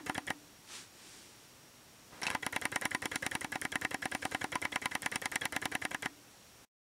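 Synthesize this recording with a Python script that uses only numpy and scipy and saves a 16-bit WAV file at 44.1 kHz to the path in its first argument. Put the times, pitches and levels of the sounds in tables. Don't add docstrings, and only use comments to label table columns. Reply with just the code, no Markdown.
import sys
import numpy as np
from scipy import signal
from scipy.fft import rfft, irfft
from scipy.io import wavfile
from scipy.ndimage import uniform_filter1d

SR = 44100
rng = np.random.default_rng(int(sys.argv[2]) if len(sys.argv) > 2 else 0)


def transcribe(u):
    v = np.clip(np.atleast_2d(u).T, -1, 1)
    q = np.round(v * 32767).astype(np.int16)
    wavfile.write(sys.argv[1], SR, q)


def boost_factor(decibels):
    exponent = np.asarray(decibels, float) / 20
    return 10 ** exponent


N = 308700
LEAD = 4410
TIME = np.arange(-LEAD, N) / SR

# [start t/s, motor runs/ms, slack closes after/ms, start tick level/dB, stop clack level/dB]
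LAST_RUN = [
    (0.0616, 34.2, 7.38, -41, -25.5),
    (0.1461, 32.8, 9.3, -38, -29),
    (0.2684, 35.3, 14.6, -39.5, -22),
]
FIRST_TURN = [(2.3022, 46.9, 1.5, -34.5, -24), (2.425, 39.6, 7.6, -45, -25.5),
              (2.5253, 36.98, 6.6, -36.5, -21), (2.6144, 39.26, 8.5, -34, -22),
              (2.7176, 41.9, 9.2, -35, -19.5), (2.8127, 41.1, 9.8, -32.5, -20.5),
              (2.909, 38.8, 9.6, -37.5, -23), (3.0199, 36.1, 6.2, -36, -26.5),
              (3.1146, 42.9, 5.1, -39.5, -24.5), (3.2236, 40.54, 5.5, -40.5, -25.5),
              (3.3126, 39.2, 6.4, -36.5, -25.5), (3.4095, 35.57, 7.1, -31.5, -30),
              (3.5198, 36.24, 7.2, -35.5, -29), (3.6148, 36.04, 7.3, -29.5, -23),
              (3.7193, 36.7, 6.8, -32.5, -20.5), (3.8132, 35.57, 9.7, -32.5, -21),
              (3.9088, 35.1, 5.9, -36, -25), (4.0198, 35.64, 8.9, -40.5, -26),
              (4.115, 34.13, 8.9, -35, -27.5), (4.219, 33.5, 10.8, -44, -27.5),
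              (4.3127, 34.14, 10.8, -39.5, -23), (4.409, 32.95, 9.6, -46, -26.5)]
SECOND_TURN = [(4.5191, 36, 9.7, -36.5, -26), (4.617, 34.1, 9.9, -33.5, -23),
               (4.7194, 38.9, 8.2, -39, -20.5), (4.8165, 40.25, 8.8, -40.5, -23),
               (4.9106, 41.06, 8.17, -44.5, -23), (5.0204, 40, 12.5, -31, -20.5),
               (5.1161, 41.86, 8.3, -36.5, -27.5), (5.2167, 40.03, 6.4, -37, -25),
               (5.3165, 40.65, 6.9, -33, -20.5), (5.4119, 42.2, 8.5, -37, -22.5),
               (5.5233, 40.13, 5.5, -35.5, -24), (5.6165, 38.66, 11.9, -35, -24.5),
               (5.7164, 35.2, 8.3, -39.5, -23), (5.8162, 34.75, 7.2, -44.5, -21.5),
               (5.9095, 36, 7.2, -38, -23.5), (6.0231, 35.1, 7.1, -36, -20.5)]
STEPS = LAST_RUN + FIRST_TURN + SECOND_TURN
# [t/s, level/dB at each colour pitch (4 columns), brake level/dB]
EARLIER_STOP = [-.014, -27, -28, -33, -36, -72]
# [f/Hz], for clack, thud, presence and snap
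COLOUR_HZ = [1850, 900, 3800, 9500]
# [t/s, ring f/Hz, snap level/dB, thud level/dB, jolt to the mount level/dB]
SEATING = [(0, 1720, -32, -23, -34), (.3, 1830, -29.5, -27.5, -37), (2.35, 2010, -27, -23.5, -39.5),
           (2.8, 1850, -21.5, -26.5, -37.5), (3.05, 1856, -23.5, -29, -37), (3.16, 1850, -19, -32.5, -39),
           (3.35, 1750, -22.5, -26.5, -36), (3.46, 1740, -31.5, -29, -39.5),
           (3.75, 1710, -29, -30.5, -36.5), (4.1, 1654, -26.5, -28.5, -37.5),
           (4.42, 1640, -28.5, -25, -36.5), (4.56, 2120, -27, -24.5, -40), (5.0, 1894, -22.5, -26, -40),
           (5.35, 1825, -19, -29, -41.5), (5.66, 1700, -23, -28, -36.5), (5.93, 1670, -28.5, -29.5, -39),
           (6.1, 1710, -29.5, -29, -38)]
# [f/Hz, level/dB against the blow, time to fall 60 dB/s]
BARREL = [(550, -7.5, 0.016), (766, -3, 0.055), (881, -7.5, 0.056), (1007.5, -5.5, 0.076),
          (1097, -12.5, 0.056), (1239, -8, 0.055), (1420, -6.5, 0.055), (1622, -2.5, 0.026),
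          (1710, -5, 0.038), (1868, -9.5, 0.0636), (2019, -2, 0.033), (2085, -3, .03), (2266, -6, 0.055),
          (2660, -6, 0.025), (3060, -3.5, 0.015), (3344, -17.5, 0.051), (3860, -6, 0.017),
          (5456, -13, 0.017), (5903, -13.5, 0.028), (7280, -15.5, 0.018), (8960, -11, 0.012),
          (10020, -1.5, 0.0065), (10094, -6, 0.003), (11000, -27, .004)]
# [f/Hz at ring pitch 1800 Hz, shift/Hz per Hz of ring pitch]
LOW_GROUP = (853, 0.42)
MIDDLE_GROUP = (1900, 0.51)
# [f/Hz, level/dB]
SLACK_SPECTRUM = [(550, 4), (900, -44), (1700, 0.5), (2100, 3.5), (3300, -11), (6000, -7.5), (14000, -16.5)]
WHIRR_SPECTRUM = [(550, -22), (900, -1.5), (1700, 5.5), (2100, 3), (3300, -3), (6000, 5), (14000, -32)]
# [from t/s, to t/s, whirr level/dB, hiss level/dB]
ENGAGE = (2.217, 2.303, -42, -53)
# [f/Hz, level/dB, time to fall 60 dB/s]
CARRIER = [(526, -17, 0.052), (3317, -10.5, 0.023), (5190, -17, 0.019), (6700, -14.5, .015)]
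# [f/Hz, level/dB from a stop, level/dB from closing slack, time to fall 60 dB/s]
MOUNT = [(96.8, -23.5, -6, 0.067), (177.7, -7.5, -10, 0.019), (268, 4.5, -37, 0.02),
         (369.6, -18, -30.5, 0.2)]
# [f/Hz, level/dB, time to fall 60 dB/s]
BEATING = [(262, -14, .18), (282, -17, .55), (297, -14, .65), (328, -16, .18)]
# [t/s, level/dB]
BRAKE = [(0, -65.5), (2.6, -71), (2.8, -58.5), (3.35, -66.5), (3.55, -70), (4.05, -76), (4.15, -60),
         (4.45, -71), (4.7, -81), (5.15, -61), (5.4, -78.5), (6.1, -74.5)]
# [t/s, level/dB, body/dB and top/dB against that level, own ring f/Hz]
KNOCKS = [
    (2.2167, -43, -2.5, 12, 9260),
    (2.2215, -45.5, 12, 3, 2100),
    (2.2318, -31, -2, -4, 5500),
    (2.237, -32.5, -4, -2, 5530),
    (2.254, -40.5, 6, -1, 815),
    (2.2674, -22.5, -12, -10.5, 2610),
    (2.2735, -32, -8, -10, 2660),
    (2.2809, -38, 9, -14, 2300),
    (2.3028, -32.5, 1, -6, 2680),
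    (2.3125, -40.5, 10, 5, 2000),
]
# [fastest t/s, level/dB, rise/dB per s squared, fall/dB per s squared, centre f/Hz]
SLEEVE = [
    (0.751, -47, 2200, 1400, 3980),
    (1.1, -56, 394, 152, 4730),
    (1.44, -71, 2500, 894, 4200),
    (2.17, -64.5, 1500, 1499, 5000),
    (3.17, -60, 900.5, 903, 6490),
    (4.3, -60, 151, 202, 6490),
]
# [low f/Hz, high f/Hz]
SHELL_HZ = (240, 400)
# [t/s, level/dB]
FINGER = [
    (2.08, -73),
    (2.098, -94),
    (2.128, -53),
    (2.206, -56),
    (2.21, -58.5),
]
# [f/Hz, level/dB]
HISS = [(15, -33.5), (25, -7), (124, 0), (220, -1), (238, -0.5), (410, -3), (584, -4.5), (1930, -8),
        (5130, -10.5), (5720, -10), (6550, -10), (15700, -19), (16000, -45.5)]
# [f/Hz, level/dB]
WHINES = [(118.4, -76), (5609, -71)]


def rms_one(x):
    return x / np.sqrt(np.mean(x ** 2) + 1e-20)


def noise():
    return rng.standard_normal(len(TIME))


def span(t0, t1):
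    return slice(round(t0 * SR) + LEAD, round(t1 * SR) + LEAD)


def at_hz(points, hz):
    points = np.array(sorted(points))
    return np.interp(np.log(hz), np.log(points[:, 0]), points[:, 1])


def clicks(times, sizes):
    out = np.zeros(len(TIME))
    np.add.at(out, np.round(np.asarray(times) * SR).astype(int) + LEAD, sizes)
    return out


def dying(x, t60):
    return signal.lfilter([1], [1, -boost_factor(-60 / (t60 * SR))], x + 1e-18)


def ring(drive, hz, t60):
    r, w = boost_factor(-60 / (t60 * SR)), 2 * np.pi * hz / SR
    return signal.lfilter([0, np.sin(w)], [1, -2 * r * np.cos(w), r * r], drive + 1e-18)


def band(x, low_hz, high_hz):
    return signal.sosfilt(signal.butter(2, [low_hz, high_hz], "band", fs=SR, output="sos"), x)


def soft_contact(x):
    return signal.sosfilt(signal.butter(2, 500, fs=SR, output="sos"), x)


def seating(times):
    s, *columns = np.transpose(SEATING)
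    return [np.interp(times, s, c) for c in columns]


def starts():
    s, _, slack_ms, tick_db, _ = np.transpose(STEPS)
    take_up_db = -30 - 0.11 * (tick_db + 36.5)
    return np.transpose([s, tick_db, slack_ms, take_up_db]).tolist()


def stops():
    s, run_ms, _, _, clack_db = np.transpose(STEPS)
    s = s + run_ms / 1000
    _, snap_db, thud_db, _ = seating(s)
    presence_db = -30.5 + 0.68 * (snap_db + 25)
    brake_db = np.interp(s, *np.transpose(BRAKE))
    return np.transpose([s, clack_db, thud_db, presence_db, snap_db, brake_db]).tolist()


def favour_db(times, hz, sharp_db=107.0, most_db=6.0):
    centre_hz, follows = LOW_GROUP if hz < 1180 else MIDDLE_GROUP
    centre = centre_hz + follows * (seating(times)[0] - 1800)
    return -np.minimum(sharp_db * np.log2(hz / centre) ** 2, most_db) * (650 < hz < 2400)


def clacks(rows, spread_db, flip, rise_s, crack_db, damped, top_hz):
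    rows = np.array(rows)
    times = rows[:, 0]
    chance = rng.standard_normal((len(rows), len(BARREL)))
    signs = np.where(rng.random((len(rows), len(BARREL))) < flip, -1, 1)
    out = np.zeros(len(TIME))
    for k, (hz, level_db, t60) in enumerate(BARREL):
        blow_db = np.array([at_hz(zip(COLOUR_HZ, row[1:5]), hz) for row in rows]) + favour_db(times, hz)
        sizes = boost_factor(blow_db + level_db + spread_db * chance[:, k]) * signs[:, k] * (-1) ** k
        swell = rise_s * (hz / 2000) ** -.6
        push = ring(clicks(times, sizes), hz, swell * np.log(1000))
        out += ring(push, hz, t60 * damped) * 2 / (swell * SR)
    for column, low_hz, high_hz, t60 in ((3, 1600, 5700, 0.033), (4, 5800, top_hz, 0.007)):
        envelope = dying(clicks(times, boost_factor(rows[:, column] + crack_db)), t60)
        out += envelope * rms_one(band(noise(), low_hz, high_hz))
    return out


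def stop_clacks():
    return clacks(stops() + [EARLIER_STOP], spread_db=2.0, flip=.02, rise_s=0.00029, crack_db=-7.5,
                  damped=0.83, top_hz=15500)


def afterglow():
    rows = np.array(stops() + [EARLIER_STOP])
    return dying(clicks(rows[:, 0], boost_factor(rows[:, 2] - 22.0)), 0.16) * rms_one(band(noise(), 400, 2400))


def start_ticks():
    s, tick_db, _, _ = np.transpose(starts())
    snap = dying(clicks(s, boost_factor(tick_db)), 0.0095)
    bright = band(band(noise(), 5400, 17000), 5500, 13000)
    return snap * rms_one(bright) + ring(clicks(s, boost_factor(tick_db + 0.5)), 9400, 0.0064)


def motor():
    slack, turning, hiss = np.zeros((3, len(TIME)))
    levels_db = np.array([-44.5, -54.5]) + 1.55 * rng.standard_normal((len(STEPS), 2))
    for (start, _, lag_ms, take_db), stop, (whirr_db, hiss_db) in zip(starts(), stops(), levels_db):
        running = span(start, stop[0])
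        since = TIME[running] - start - lag_ms / 1000
        growing = np.exp(np.minimum(since, 0) / 0.0027)
        fading = np.exp(-np.maximum(since, 0) / 0.00081)
        slack[running] = boost_factor(take_db) * np.where(since < 0, growing, fading)
        turning[running], hiss[running] = boost_factor(whirr_db), boost_factor(hiss_db)
    from_s, to_s, whirr_db, hiss_db = ENGAGE
    meshing = span(from_s, to_s)
    turning[meshing], hiss[meshing] = boost_factor(whirr_db), boost_factor(hiss_db)
    uneven = boost_factor(1.6 * np.minimum(rng.exponential(1, len(TIME)), 4))
    teeth = rms_one(rng.standard_normal((2, len(TIME))) * uneven)
    out = hiss * boost_factor(-2) * rms_one(band(teeth[0], 5000, 9230))
    out += turning * boost_factor(-15.5) * rms_one(band(teeth[1], 80, 800))
    for k, (hz, level_db, t60) in enumerate(BARREL):
        drive = slack * boost_factor(at_hz(SLACK_SPECTRUM, hz) - 13) + turning * boost_factor(at_hz(WHIRR_SPECTRUM, hz) - 10.5)
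        even_out = np.sqrt(30 / (t60 * SR))
        out += boost_factor(level_db) * ring(drive * teeth[k % 2], hz, t60 * 0.59) * even_out
    return out


def take_up():
    rows = []
    for start, _, lag_ms, take_db in starts():
        for share, touch_db in ((.45, -4.5), (.8, -4)):
            blow_db = take_db + touch_db
            rows.append((start + share * lag_ms / 1000, blow_db, blow_db - 17.0, blow_db - 9.5, blow_db - 14.0))
    out = clacks(rows, spread_db=2.0, flip=0.31, rise_s=0.0027, crack_db=-17.5, damped=0.512, top_hz=10850)
    times, blows_db = np.transpose(rows)[:2]
    chance = rng.standard_normal((len(rows), len(CARRIER)))
    for k, (hz, db, t60) in enumerate(CARRIER):
        out += ring(clicks(times, boost_factor(blows_db + db + 4.1 * chance[:, k])), hz, t60)
    since = np.arange(1500) / SR
    for at, blow_db, detune in zip(times, blows_db, rng.standard_normal(len(rows))):
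        hz = seating(at)[0] * (1 + 0.038 * detune)
        envelope = boost_factor(blow_db + 2.0 - 60 * since / 0.03) * (1 - np.exp(-since / 0.001))
        i = round(at * SR) + LEAD
        out[i:i + len(since)] += envelope * np.sin(2 * np.pi * hz * since)
    return out


def mount():
    halts = EARLIER_STOP[:1] + [row[0] for row in stops() + KNOCKS[5::3]]
    times = np.array(halts + [row[0] + row[2] / 1000 for row in starts()])
    jolt_db, stopping = seating(times)[3], np.arange(len(times)) < len(halts)
    chance = rng.standard_normal((len(times), len(MOUNT)))
    out = np.zeros(len(TIME))
    for k, (hz, stop_db, nudge_db, t60) in enumerate(MOUNT):
        blow_db = jolt_db + np.where(stopping, stop_db, nudge_db) + 1.5 * chance[:, k]
        out += ring(clicks(times, boost_factor(blow_db)), hz, t60)
    return soft_contact(out)


def lens_group():
    out, since = np.zeros(len(TIME) + SR), np.arange(SR // 2) / SR
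    halts = np.array(EARLIER_STOP[:1] + [row[0] for row in stops()])
    grips = [row[0] for row in starts()] + [99]
    chance = rng.standard_normal((len(halts), len(BEATING)))
    for halt, grip, jolt_db, uneven in zip(halts, grips, seating(halts)[3], chance):
        hum = np.zeros(len(since))
        for (hz, db, t60), e in zip(BEATING, uneven):
            hum += boost_factor(db + 1.8 * e - 60 * since / t60) * np.sin(2 * np.pi * hz * since)
        gripped_s = np.maximum(since - (grip - halt), 0)
        i = round(halt * SR) + LEAD
        out[i:i + len(since)] += hum * boost_factor(jolt_db + 1 - 60 * gripped_s / .06)
    return soft_contact(out[:len(TIME)])


def brake():
    held = np.zeros(len(TIME))
    for row in stops():
        now = span(row[0], row[0] + .03)
        held[now] = boost_factor(row[5] - 200 * (TIME[now] - row[0] - 0.0375))
    return held * np.sin(2 * np.pi * 9550 * TIME)


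def button():
    snaps = sum(ring(clicks([s], boost_factor(db + 2.0)), hz, 0.02) for s, db, *_, hz in KNOCKS)
    rows = [(s, db + body_db, db + body_db, db, db + top_db) for s, db, body_db, top_db, _ in KNOCKS]
    return snaps + clacks(rows, spread_db=0.0, flip=.3, rise_s=0.00019, crack_db=-9.5,
                          damped=0.48, top_hz=10500)


def sleeve():
    strokes, pitches = [], []
    for s, db, rise, fall, hz in SLEEVE:
        since = TIME - s
        strokes.append(boost_factor(db - np.where(since < 0, rise, fall) * since ** 2) + 1e-9)
        pitches.append(hz + 6700 * np.clip(since, -.2, .2))
    strokes, pitches = np.array(strokes), np.array(pitches)
    level = strokes.sum(axis=0)
    centre = np.log2((strokes * pitches).sum(axis=0) / level)
    grains = rng.standard_normal((2, len(TIME))) * boost_factor(1.7 * rng.exponential(1, len(TIME)))
    edges = np.geomspace(500, 9500, 8)
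    rub = np.zeros(len(TIME))
    for k in range(7):
        octaves_off = np.log2(edges[k] * 1.67) - centre
        rub += band(grains[k % 2], edges[k], edges[k + 1]) * boost_factor(-1.5 * octaves_off ** 2)
    lumps = boost_factor(-16 + 2.5 * rms_one(uniform_filter1d(noise(), size=1200)))
    shell = np.sqrt(level * level.max()) * lumps * rms_one(band(grains[0], *SHELL_HZ))
    return shell + level * rub / np.sqrt(uniform_filter1d(rub ** 2, size=4000))


def finger():
    s, level_db = np.transpose(FINGER)
    return boost_factor(np.interp(TIME, s, level_db, left=-99, right=-99)) * rms_one(band(noise(), 60, 1500))


def floor():
    steps = uniform_filter1d(rng.standard_normal((2, len(TIME))), size=3000)
    wander = steps.cumsum(axis=1) * .03
    tones = np.zeros(len(TIME))
    for (hz, db), phase in zip(WHINES, wander):
        tones += boost_factor(db + 2.0) * np.sin(2 * np.pi * hz * TIME + phase)
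    hz = np.maximum(np.fft.rfftfreq(len(TIME), 1 / SR), 1)
    hiss = irfft(rfft(noise()) * boost_factor(at_hz(HISS, hz)), len(TIME))
    return boost_factor(-59) * rms_one(hiss) + tones


def scene():
    body = stop_clacks() + afterglow() + start_ticks() + motor() + take_up() + mount() + lens_group() + button()
    body = band(body, 86, 12000)
    return (body + brake() + sleeve() + finger() + floor())[None, LEAD:]


def band_limit(x):
    return signal.sosfilt(signal.butter(12, 16810, fs=SR, output="sos"), x)


def record(dry):
    drop_s, end_s = 6.648, 6.688
    fade_s = [drop_s, drop_s + 0.0063, end_s, end_s + .002]
    fade_db = np.interp(TIME[LEAD:], fade_s, [0, -25, -40, -200])
    dry = signal.sosfilt(signal.cheby2(16, 60, 17100, fs=SR, output="sos"), dry)
    return band_limit(dry * boost_factor(fade_db))


dry = scene()
out = record(dry)
transcribe(out)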